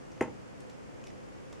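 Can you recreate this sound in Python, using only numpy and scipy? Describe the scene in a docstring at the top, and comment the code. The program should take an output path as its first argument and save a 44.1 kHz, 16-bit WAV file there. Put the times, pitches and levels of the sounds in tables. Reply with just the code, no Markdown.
"""A laptop on a wooden desk is opened by hand in a small, quiet room.
First there is a steady hush of room air and microphone hiss, then two faint ticks.
At about 0.2 s the lid lets go with a click, and the case knocks on the desk and settles once.
Case and desk ring briefly, and the room echoes them.
Then hinge and fingers tick faintly as the lid rises, while the hush goes on to the end."""
import sys
import numpy as np
from scipy import signal
from scipy.fft import rfft, irfft
from scipy.io import wavfile

SR = 44100
rng = np.random.default_rng(int(sys.argv[2]) if len(sys.argv) > 2 else 0)


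def materialize(psi):
    """Save the field psi as 16-bit PCM at rate SR to the path in sys.argv[1].

    A 1-D psi becomes a single channel; in a 2-D psi each row is a channel.
    """
    bounded = np.clip(np.atleast_2d(psi).T, -1, 1)
    quanta = np.round(bounded * 32767).astype(np.int16)
    wavfile.write(sys.argv[1], SR, quanta)


N = 70560  # 1.6 s

# Tone colour of the air and hiss: pitch_hz, relative_level_db
HUSH_COLOUR = [(20, -30), (31, -25), (40, -3.5), (60, -10), (90, -3.5), (170, -5.5), (250, -5.5), (480, -6),
               (620, -10), (1000, -14.5), (2000, -19), (2800, -22.5), (3900, -30.5), (5000, -28),
               (7000, -29.5), (10000, -38.5), (12700, -47.5), (14500, -59)]
# Stereo width of the air and hiss: pitch_hz, side_minus_mid_db
HUSH_WIDTH = [(60, 2), (110, 6), (200, 11.5), (370, 6.5), (680, 6), (1240, 3.5), (2280, 1.5), (4180, 0),
              (7660, 0.5), (14000, 0.5)]
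# Narrow resonances that hum in the room: pitch_hz, width_hz, level_db
HUM_NOTES = [(135.6, 20, -64), (297.4, 26, -66), (515, 28, -61)]
# The room's echo against the direct sound: pitch_hz, level_db, fade_s (time to fall by 60 dB)
ECHO_BANDS = [(102, 0, 0.55), (202, -5, 0.42), (394, -13, .21), (880, -5.5, 0.24), (2000, -6.5, 0.14),
              (4900, -5, 0.23), (12100, -10, 0.092)]
# Stereo width of the echo: pitch_hz, side_minus_mid_db
ECHO_WIDTH = [(100, -9), (300, -13), (700, -11), (2000, -9.5), (6000, 2.5)]
# Slips of hinge and fingers: start_s, level_db, lid_db, tilt_db_per_octave, ring_hz, ring_db
SLIPS = [(0.117, -55.5, -69, 0, 6070, -57.5), (0.177, -53.5, -56, -4, 2000, -62),
         (0.6046, -55, -67, 4, 8540, -58.5), (0.6979, -51, -72, 2.5, 5430, -63),
         (1.0402, -47.5, -60, -3.5, 6900, -54), (1.0689, -45, -69, 0, 2430, -50),
         (1.1035, -53, -76, -3, 2020, -63), (1.5272, -48, -49, 1, 3320, -59)]
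# Tone colour of a tick: pitch_hz, relative_level_db
TICK_COLOUR = [(500, -9), (1500, -7), (2500, 6), (4200, -2), (6300, 2.5), (8500, -6), (12000, -16),
               (15000, -24)]
# Contacts of the knock: start_s, push_db, contact_ms (longer is duller), crack_db
CONTACTS = [(0.2087, -0.7, 0.25, -37.5), (0.2113, 5, 0.64, -37), (0.219, -9.5, 0.78, -54),
            (0.2247, -21, 0.22, -42), (0.2737, -14.5, 1.25, -70), (0.2778, -15.5, 0.63, -68),
            (0.2936, -15, 1.43, -78)]
# Notes at which case and desk ring: pitch_hz, relative_level_db, fade_s
CASE_AND_DESK_NOTES = [(200.6, -33, 0.16), (215, -20.5, 0.029), (253, -39.5, 0.066), (293, -11.5, 0.0091),
                       (405, -9, .01), (496, -19.5, 0.051), (620, -32, 0.047), (806.2, -8.5, 0.0348),
                       (813.4, -7.5, 0.0305), (918.6, -23.5, 0.045), (1074.6, -39.5, 0.074),
                       (1325, -32, 0.049), (1588, -24, 0.016), (2037, -19.5, 0.029), (2413, -32, 0.036),
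                       (2700, -29, 0.022)]
# Tone colour of the plastic crack: pitch_hz, relative_level_db
CRACK_COLOUR = [(500, 5), (2000, -1), (3000, -0.5), (4000, -15), (5400, -12), (6700, -5), (8000, -11),
                (10000, -15.5), (13000, -25), (14000, -41)]

HUSH_DB = -54
ECHO_DELAY_S, ECHO_BUILD_S = 0.007, 0.0012
TICK_FADE_S, SECOND_SLIP_S, SECOND_SLIP_DB = 0.011, 0.003, -2
LID_HZ, LID_WIDTH_HZ, LID_FADE_S = 760, 1300, 0.063
RING_FADE_S, RING_WIDTH_SHARE = 0.025, 0.16  # width as a share of the ring's pitch
CRACK_FADE_S, BASS_CUT_HZ = 0.031, 168
TREBLE_CUT_HZ = 14800

TIME_S = np.arange(N) / SR
SPECTRUM_HZ = np.arange(N // 2 + 1) * SR / N


def gain_of(db):
    """Turn decibels into a number to multiply by."""
    return 10 ** (np.asarray(db) / 20)


def lookup(table, hz, column=1):
    """Read a table at any pitch, blending between its rows."""
    rows = np.array(table, float)
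    return np.interp(np.log(np.maximum(hz, 1)), np.log(rows[:, 0]), rows[:, column])


def bell(hz, width_hz):
    """A bell-shaped tone colour that peaks at one pitch."""
    return 1 / (1 + ((SPECTRUM_HZ - hz) / (width_hz / 2)) ** 2)


def fade(fade_s):
    """A level that falls by 60 dB every fade_s seconds."""
    return np.exp(-np.log(1000) * TIME_S / fade_s)


def delay(sound, delay_s):
    """The same sound, later."""
    return np.interp(np.arange(N) - delay_s * SR, np.arange(N), sound, left=0)


def stereo(mid, side):
    """Left and right from what they share (mid) and how they differ (side)."""
    return np.array([mid + side, mid - side])


def noise(colour):
    """Steady noise of strength 1; colour is a gain for each frequency."""
    phases = np.exp(2j * np.pi * rng.random(N // 2 + 1))
    sound = irfft(colour * phases, N)
    return sound / np.std(sound)


def burst(colour, fade_s, start_s):
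    """A puff of coloured noise that starts suddenly and dies away."""
    puff = delay(rng.choice([-1., 1.], N) * fade(fade_s), start_s)
    return irfft(rfft(puff) * colour, N) / np.sqrt(np.mean(colour ** 2))


def room_air():
    """Room air and microphone hiss make a steady hush; three resonances hum faintly."""
    colour = gain_of(lookup(HUSH_COLOUR, SPECTRUM_HZ))
    side_colour = colour * gain_of(lookup(HUSH_WIDTH, SPECTRUM_HZ))
    side_gain = np.linalg.norm(side_colour) / np.linalg.norm(colour)
    hush = stereo(noise(colour), side_gain * noise(side_colour))
    hum = np.zeros((2, N))
    for hz, width_hz, db in HUM_NOTES:
        hum += gain_of(db) * np.array([noise(bell(hz, width_hz)) for _ in range(2)])
    return gain_of(HUSH_DB) * hush + hum


def room_echo(sound):
    """Sound bounces off desk and walls in a dense blur; the bass lingers longest."""
    echo = np.zeros((2, N))
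    for hz in 62.5 * 2 ** np.arange(0, 8.1, .5):  # bands half an octave apart
        octaves = np.log2(np.maximum(SPECTRUM_HZ, 1) / hz)
        band = np.cos(np.pi / 2 * np.clip(2 * octaves, -1, 1))
        shape = fade(lookup(ECHO_BANDS, hz, column=2)) * (1 - np.exp(-TIME_S / ECHO_BUILD_S))
        tails = [delay(noise(band) * shape, ECHO_DELAY_S) for _ in range(2)]
        mid, side = (tail * np.sqrt(np.mean(band ** 2) / np.sum(tail ** 2)) for tail in tails)
        side *= gain_of(lookup(ECHO_WIDTH, hz))
        echo += gain_of(lookup(ECHO_BANDS, hz)) * stereo(mid, side)
    return signal.fftconvolve(sound[None], echo, axes=1)[:, :N]


def hinge_and_finger_ticks():
    """Hinge or fingers slip twice in a row; the lid sounds hollow and the slipping spot rings."""
    ticks = np.zeros(N)
    octaves = np.log2(np.maximum(SPECTRUM_HZ, 500) / 5000)
    for start_s, db, lid_db, tilt, ring_hz, ring_db in SLIPS:
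        colour = gain_of(lookup(TICK_COLOUR, SPECTRUM_HZ) + tilt * octaves)
        first = burst(colour, TICK_FADE_S, start_s)
        second = gain_of(SECOND_SLIP_DB) * burst(colour, TICK_FADE_S, start_s + SECOND_SLIP_S)
        ticks += gain_of(db) * (first + second)
        ticks += gain_of(lid_db) * burst(bell(LID_HZ, LID_WIDTH_HZ), LID_FADE_S, start_s)
        ticks += gain_of(ring_db) * burst(bell(ring_hz, ring_hz * RING_WIDTH_SHARE), RING_FADE_S, start_s)
    return ticks


def case_knock():
    """Each contact sets case and desk ringing and gives off a short plastic crack."""
    ring, knock = np.zeros(N), np.zeros(N)
    # Neighbouring notes swing against each other, so the thud swells just after the click.
    for k, (hz, db, fade_s) in enumerate(CASE_AND_DESK_NOTES):
        ring += (-1) ** k * gain_of(db) * fade(fade_s) * np.sin(2 * np.pi * hz * TIME_S)
    # Deep bass passes poorly into the air.
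    ratio = 1j * SPECTRUM_HZ / BASS_CUT_HZ
    ring_spectrum = rfft(ring) * ratio ** 2 / (1 + np.sqrt(2) * ratio + ratio ** 2)
    crack_colour = gain_of(lookup(CRACK_COLOUR, SPECTRUM_HZ))
    for start_s, push_db, contact_ms, crack_db in CONTACTS:
        push = 1 / (1 + 1j * SPECTRUM_HZ * contact_ms / 1000) ** 4
        knock += gain_of(push_db) * delay(irfft(ring_spectrum * push, N), start_s)
        knock += gain_of(crack_db) * burst(crack_colour, CRACK_FADE_S, start_s)
    return knock


def scene():
    """The laptop straight ahead, the room around it."""
    laptop = case_knock() + hinge_and_finger_ticks()
    return laptop + room_echo(laptop) + room_air()


def record(dry):
    """Cut away the highest treble."""
    return signal.sosfilt(signal.ellip(8, .2, 70, TREBLE_CUT_HZ, fs=SR, output="sos"), dry)


dry = scene()
out = record(dry)
materialize(out)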